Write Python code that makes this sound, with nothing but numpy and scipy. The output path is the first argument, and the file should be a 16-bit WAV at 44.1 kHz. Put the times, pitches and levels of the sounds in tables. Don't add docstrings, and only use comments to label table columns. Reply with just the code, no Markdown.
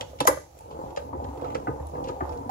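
import sys
import numpy as np
from scipy import signal
from scipy.fft import rfft, irfft, next_fast_len
from scipy.io import wavfile
from scipy.ndimage import uniform_filter1d

SR = 44100
rng = np.random.default_rng(int(sys.argv[2]) if len(sys.argv) > 2 else 0)


def wrap_up_sound(samples):
    columns = np.atleast_2d(samples).T
    tamed = np.clip(columns, -1, 1)
    steps = np.round(tamed * 32767).astype(np.int16)
    wavfile.write(sys.argv[1], SR, steps)


def field_ratio(decibels):
    return 10 ** (np.asarray(decibels, dtype=float) / 20)


N = 110250


def evened(x):
    return x / np.sqrt(np.mean(x ** 2) + 1e-20)


def peak_of(x, db):
    return field_ratio(db) * x / np.abs(x).max()


def read(points, hz):
    f, value = np.transpose(points)
    return np.interp(np.log(hz + 1), np.log(f + 1), value)


def curve(table):
    start_s, level_db = np.transpose(table)
    return np.interp(np.arange(N) / SR, start_s, level_db)


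def add(mix, s, sound):
    part = mix[..., max(round(s * SR), 0):][..., :sound.shape[-1]]
    part += sound[..., :part.shape[-1]]


def filtered(x, order, hz, kind="low"):
    return signal.sosfilt(signal.butter(order, hz, kind, fs=SR, output="sos"), x)


def resonate(x, hz, width):
    r = np.exp(-np.pi * width / SR)
    turn = np.exp(2j * np.pi * hz / SR)
    return 2 * signal.lfilter([1 - r], [1, -r * turn], x).real


def strike(drive, body):
    return signal.oaconvolve(drive[None], body, axes=1)


def turns_of(count, per_s):
    return np.cos(np.pi * (per_s * np.arange(N) / SR + np.arange(count)[:, None] / count))


# pitch_hz, level_db (per Hz)
AIR = [(30, -5.5), (60, 2.5), (120, -2), (200, -31.5), (500, -10.5), (1500, -26), (5000, -32), (16000, -26)]
# pitch_hz, likeness (1 = same at both ports)
AIR_SAME = [(60, 1), (200, 0.99), (500, 0.53), (1500, 0.038), (8000, 0.065)]
AIR_DB = -58
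WHINE_HZ, WHINE_WIDTH_HZ, WHINE_DB = 12500, 100, -76
HISS_PATCH_DB, HISS_SWELL_DB, WHINE_WAVER_DB = 1.5, 1.5, 4


def air():
    frames, hz = N // 256 + 5, np.fft.rfftfreq(1024, 1 / SR)
    a, b, c, d, patches = rng.standard_normal((frames, 513, 5)).T
    patches = uniform_filter1d(uniform_filter1d(patches, size=12, axis=0), size=14, axis=1)
    swell = evened(uniform_filter1d(rng.standard_normal(frames), size=20))
    level_db = read(AIR, hz)[:, None] + HISS_PATCH_DB * evened(patches) + HISS_SWELL_DB * swell
    same = np.clip(read(AIR_SAME, hz), -1, 1)[:, None]
    left = a + 1j * b
    right = same * left + np.sqrt(1 - same ** 2) * (c + 1j * d)
    hiss = signal.istft(np.array([left, right]) * field_ratio(level_db), nperseg=1024, noverlap=768)[1][:, :N]

    whine = evened(resonate(rng.standard_normal(N), WHINE_HZ, WHINE_WIDTH_HZ))
    waver = evened(uniform_filter1d(rng.standard_normal(N), size=3000))
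    whine_db = np.array([[WHINE_DB], [WHINE_DB - 19]]) + WHINE_WAVER_DB * waver
    return field_ratio(AIR_DB) * evened(hiss) + whine * field_ratio(whine_db)


# start_s, level_db
ROCK = [(0, -54), (.27, -51), (.3, -39), (.46, -61.5), (1.11, -46), (1.16, -42.5), (1.22, -49), (1.28, -39),
        (1.38, -48), (1.48, -46), (1.63, -68), (1.72, -41), (1.76, -44.5), (1.84, -34.5), (2.08, -64),
        (2.24, -38.5), (2.33, -42), (2.5, -47.5)]
ROCK_HZ, ROCK_WIDTH_HZ = 72, 6


def rocking():
    hum = resonate(resonate(rng.standard_normal(N), ROCK_HZ, ROCK_WIDTH_HZ), ROCK_HZ, 22)
    steady = hum / np.sqrt(uniform_filter1d(hum ** 2, size=2400) + 0.36 * np.mean(hum ** 2))
    return field_ratio(curve(ROCK) - 4.5) * steady


# start_s, level_db (peak), pitch_hz (centre), t60_s
TICKS = [(0.009, -38, 6600, 0.03), (0.0094, -29.5, 2840, 0.06), (0.188, -49, 2420, 0.34),
         (0.2043, -24.5, 3070, 0.07), (0.2054, -26.5, 10400, 0.034), (0.2513, -34, 6370, 0.033),
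         (0.2682, -29.5, 8060, 0.14), (0.2732, -12, 10770, 0.086), (0.2884, -38, 11000, 0.068),
         (0.576, -55, 6900, 0.041), (0.589, -41.5, 10500, 0.02), (0.6085, -50, 10200, 0.023),
         (0.709, -57, 3260, 0.19), (0.9057, -57, 3230, 0.074), (0.9632, -39, 2960, 0.037),
         (0.9728, -39.5, 2450, .09), (1.1309, -74, 2360, .04), (1.235, -66, 2430, .04),
         (1.242, -49.5, 3100, 0.043), (1.2885, -57, 2400, 0.044), (1.3754, -52.5, 2640, 0.037),
         (1.413, -53, 2900, 0.093), (1.445, -52.5, 2590, 0.21), (1.484, -56, 2570, .05),
         (1.502, -51, 2300, 0.14), (1.5485, -35, 2240, 0.079), (1.8701, -41.5, 10600, 0.014),
         (1.889, -52, 10500, 0.067), (2.0412, -49.5, 2860, 0.22), (2.073, -52, 2470, 0.13),
         (2.0846, -43, 2960, 0.12), (2.262, -65, 2190, .04), (2.2934, -46, 4300, 0.018),
         (2.3242, -52, 2080, 0.087), (2.375, -52, 4230, 0.027), (2.4944, -45.5, 3750, 0.022)]
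TICK_DB, TICK_FLAT_DB = -11, -6.5
TICK_WIDE, TICK_WIDEST_HZ, TICK_REACH = 0.58, 2600, 3
TICK_SNAP_DB, TICK_SNAP_S = -7, 0.016


def ticks():
    out, t = np.zeros(N), np.arange(6000) / SR
    for (s, db, hz, t60), (chance, lumps) in zip(TICKS, rng.standard_normal((len(TICKS), 2, 6000))):
        grains = chance * field_ratio(2.15 * evened(uniform_filter1d(lumps, size=70)))
        width = min(TICK_WIDE * hz, TICK_WIDEST_HZ)
        tone = evened(resonate(resonate(grains, hz, width), hz, 2 * width))
        flat = evened(filtered(grains, 2, min(TICK_REACH * hz, SR / 2.2)))
        burst = evened(filtered(tone + field_ratio(TICK_FLAT_DB) * flat, 2, 900, "high"))
        dying = field_ratio(db + TICK_DB - 60 * t / max(t60, .005))
        onset = np.minimum(t / 0.0009, 1)
        snap = 1 + field_ratio(TICK_SNAP_DB) * np.exp(-t / TICK_SNAP_S)
        add(out, s - .001, dying * onset * snap * burst)
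    return out


UNLIKE, UNLIKE_DB, DETUNE = .9, 2.5, .025


def ring(modes):
    t, out = np.arange(SR // 4) / SR, 0
    spots = np.pi / 2 * np.sin(rng.uniform(0, 2 * np.pi, (len(modes), 3)))
    for (hz, db, t60), (a, b, c) in zip(modes, spots):
        skew = np.array([[1], [-1]]) * UNLIKE * min(hz / 500, 1) ** 2
        level = field_ratio(db + UNLIKE_DB * a * skew - 60 * t / t60)
        out = out + level * np.sin(2 * np.pi * hz * (1 + DETUNE * c) * t + skew * b / 2)
    return out / np.linalg.norm(out)


# pitch_hz, level_db, t60_s
PANELS = [(102.5, -3, 0.05), (160.6, -1, 0.073), (292.6, -5.5, 0.4), (343.5, -6, 0.31), (409, -13.5, 0.077),
          (473.8, -2.5, 0.13), (512, 2, 0.15), (576, 1.5, 0.06), (606.5, -5, 0.099), (676.6, -6, 0.071),
          (739, 0, 0.027), (855, 19, 0.019), (946, 8, 0.022), (1120, -20.5, 0.14)]


def panels():
    return ring(PANELS)


# pitch_hz, level_db
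FRAME = [(1090, 9.5), (1227, 16), (1357, 2.5), (1437, 4.5), (1550, 3), (1650, -3), (1728, 0.5), (1850, -34),
         (1985, -1), (2300, -12.5), (2600, -7)]
FRAME_T60_S = .03


def frame():
    return ring([(hz, db, FRAME_T60_S) for hz, db in FRAME])


# start_s, level_db (peak), pitch_hz (main), hardness_db, push_db (low thump)
KNOCKS = [(0.011, -31, 525, -28, -16), (0.093, -52, 285, -27, -8), (0.133, -37, 540, -50, -23),
          (0.206, -17.5, 880, -27, -5.5), (0.211, -19, 527, -47, -5), (0.215, -26, 297, -45, -24),
          (0.254, -21.5, 630, -27, -21), (0.2755, -9.5, 1023, -19, -23.5), (0.282, -15, 501, -22, -26),
          (0.286, -22, 327, -26, -17), (0.296, -16, 536, -55, -16), (0.311, -24.5, 605, -50, -28),
          (0.333, -29, 523, -57, -7), (0.372, -31, 572, -20, -9), (0.608, -45, 880, -32, -5),
          (0.713, -36, 492, -57, -18), (0.796, -38, 496, -55, 0), (0.915, -40.5, 497, -40, 0),
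          (0.974, -22, 557, -28, -16), (1.131, -29.5, 904, -31.5, -19), (1.136, -36.5, 284, -47, -19),
          (1.149, -32, 340, -39, -5), (1.249, -37, 573, -22, -25), (1.375, -35.5, 458, -45, -1),
          (1.423, -33.5, 510, -45, -11), (1.447, -30, 482, -23, -20), (1.467, -39, 610, -43, -4.5),
          (1.552, -23.5, 495, -24, -29), (1.673, -25.5, 753, -21, -8.5), (1.681, -23.5, 293, -28, -15),
          (1.69, -27.5, 452, -48, 3), (1.8, -30, 500, -38, -0.5), (1.953, -34, 493, -29, -5),
          (2.092, -27.5, 485, -24.5, -18), (2.099, -29, 362, -37, -27), (2.208, -25, 718, -18, -34),
          (2.213, -32.5, 302, -34, -4), (2.221, -26.5, 356, -40, -0.5), (2.462, -36.5, 262, -40, -10),
          (2.494, -24.5, 820, -40, -14)]
KNOCK_DB, HARD_DB, SPOT_DB, SPOT_T60_S = -2, 14.5, 2.5, .028
BLOW_S, BLOW_RATTLE, BLOW_CUT_HZ, CRACK_S = 0.0018, 1, 230, 0.0028
PUSH_DB, PUSH_HZ, PUSH_S = -11.5, 128.4, 0.0048


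def knocks():
    out, t = np.zeros((2, N)), np.arange(2000) / SR
    chances = rng.standard_normal((len(KNOCKS), 2000))
    for (s, db, hz, hard_db, push_db), chance in zip(KNOCKS, chances):
        rattle = evened(resonate(resonate(chance, 930, 870), 930, 710))
        shake = np.sin(2 * np.pi * hz * t) + BLOW_RATTLE * rattle
        blow = filtered(shake * t * np.exp(-t / BLOW_S), 3, BLOW_CUT_HZ, "high")
        crack = resonate(resonate(chance, 1400, 1000), 1500, 1400) * t * np.exp(-t / CRACK_S)
        push = t * np.exp(-t / PUSH_S) * np.sin(2 * np.pi * PUSH_HZ * t)
        body = panels() + field_ratio(SPOT_DB) * ring([(hz, 0, SPOT_T60_S)])
        add(out, s - .002, peak_of(strike(blow, body), db + KNOCK_DB))
        add(out, s - .002, peak_of(strike(crack, frame()), db + hard_db + HARD_DB))
        add(out, s, peak_of(push, db + push_db + PUSH_DB))
    return out


# start_s, level_db
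EFFORT = [(0.04, -44.5), (.1, -58), (.62, -60.5), (.73, -51.5), (.86, -45.5), (.9, -45), (1.11, -51),
          (1.16, -47), (1.36, -44.5), (1.44, -40.5), (1.63, -50.5), (1.71, -45), (1.84, -45.5), (1.91, -52),
          (1.96, -42), (2.18, -47.5), (2.26, -39), (2.5, -52.5)]
TEETH_PER_S, TOOTH_JITTER, TOOTH_SPREAD_DB, GRIND = 45, .12, 3, .6
GEAR_DB, GEAR_EDGE_HZ, GEAR_FRAME_DB = 2.5, 1030, -22.5
EFFORT_BRIGHT, USUAL_DB = .5, -41
SCRAPE_DB, SCRAPE_HZ, SCRAPE_FOLLOW = -67.5, 2000, 1


def gears():
    jitter = evened(uniform_filter1d(rng.standard_normal(N), size=500))
    teeth = np.cumsum(TEETH_PER_S * (1 + TOOTH_JITTER * jitter)) / SR
    tooth_sizes = field_ratio(TOOTH_SPREAD_DB * np.sin(rng.uniform(0, 2 * np.pi, 400)))
    size = tooth_sizes[np.clip(teeth, 0, 399).astype(int)]
    drive = evened((size * np.exp(-(teeth % 1) / 0.21) + GRIND) * rng.standard_normal(N))

    effort_db = curve(EFFORT)
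    extra_db = effort_db - USUAL_DB
    dull = filtered(drive, 4, GEAR_EDGE_HZ)
    dull = dull + (field_ratio(EFFORT_BRIGHT * extra_db) - 1) * filtered(dull, 2, 680, "high")
    wood = evened(sum(strike(w * dull, panels())[:, :N] for w in turns_of(count=4, per_s=2.272)))
    wood = wood + field_ratio(GEAR_FRAME_DB) * evened(strike(drive, frame())[:, :N])
    wood = wood / evened(uniform_filter1d(wood ** 2, size=3000).mean(0) ** 0.13)

    scrape = evened(resonate(drive, SCRAPE_HZ, 2140) - resonate(drive, 350, 2200))
    return field_ratio(GEAR_DB + effort_db) * evened(wood), field_ratio(SCRAPE_DB + SCRAPE_FOLLOW * extra_db) * scrape


SCATTER_S, SCATTER_SHARE = .003, .6


def scattered(x):
    taps = rng.standard_normal((2, 400)) * np.exp(-np.arange(400) / SR / SCATTER_S)
    return strike(x, taps / np.linalg.norm(taps, axis=1, keepdims=True))[:, :N]


# pitch_hz, t60_s
ROOM = [(100, 0.19), (500, 0.28), (1000, 0.16), (2000, 0.29), (6000, 0.49), (12000, 0.28)]
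ROOM_DB, ROOM_BRIGHT_DB = -6.5, -13.5


def room(x):
    taps = np.zeros((2, SR // 2))
    at = np.arange(200, SR // 2 - 20, 20)
    at = at + rng.integers(0, 20, (2, len(at)))
    np.put_along_axis(taps, at, rng.choice([-1., 1.], at.shape), 1)
    hz, t, z = signal.stft(taps, SR, nperseg=256)
    apart = np.clip(hz / 400, 0, 1)[:, None] ** 2
    z = np.array([z[0], z[0] + apart * (z[1] - z[0])])
    tail = signal.istft(z * field_ratio(-60 * t / read(ROOM, hz)[:, None]), SR, nperseg=256)[1]
    return signal.fftconvolve(x[None], tail / np.linalg.norm(tail[0]), axes=1)[:, :N]


def scene():
    grind, scrape = gears()
    wood, metal = grind + knocks(), ticks() + scrape
    near = metal + SCATTER_SHARE * sum(scattered(w * metal) for w in turns_of(count=3, per_s=43))
    send = field_ratio(ROOM_DB) * wood.mean(0) + field_ratio(ROOM_BRIGHT_DB) * metal
    far = sum(room(w * send) for w in turns_of(count=3, per_s=1.72))
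    return air() + rocking() + wood + near + far


# pitch_hz, level_db
MIC = [(4000, 7), (6900, 9), (8100, 3.5), (8900, -4.5), (10300, 2.5), (12000, -1), (15700, -1.5),
       (16400, -38)]
# pitch_hz, level_db (left minus right)
PORTS = [(120, -0.5), (300, -0.5), (550, -4), (1100, 0.5), (2200, 0), (7000, -7.5), (9200, 3.5),
         (10300, 14.5), (11800, 3.5)]
LEFT_LAG_S = -0.0004133


def ports(x):
    size = next_fast_len(N + 2000)
    hz = np.fft.rfftfreq(size, 1 / SR)
    half_db = read(PORTS, hz) / 2
    left = field_ratio(half_db) * np.exp(-2j * np.pi * hz * LEFT_LAG_S)
    right = field_ratio(-half_db) + 0j
    return irfft(rfft(x, size) * field_ratio(read(MIC, hz)) * np.array([left, right]), size)[:, :N]


def roll_off(x):
    return signal.sosfilt(signal.butter(12, 16600, fs=SR, output="sos"), x)


def record(dry):
    ceiling = .95
    cut = filtered(ports(dry), 5, 48, "high")
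    return roll_off(ceiling * np.tanh(cut / ceiling))


dry = scene()
out = record(dry)
wrap_up_sound(out)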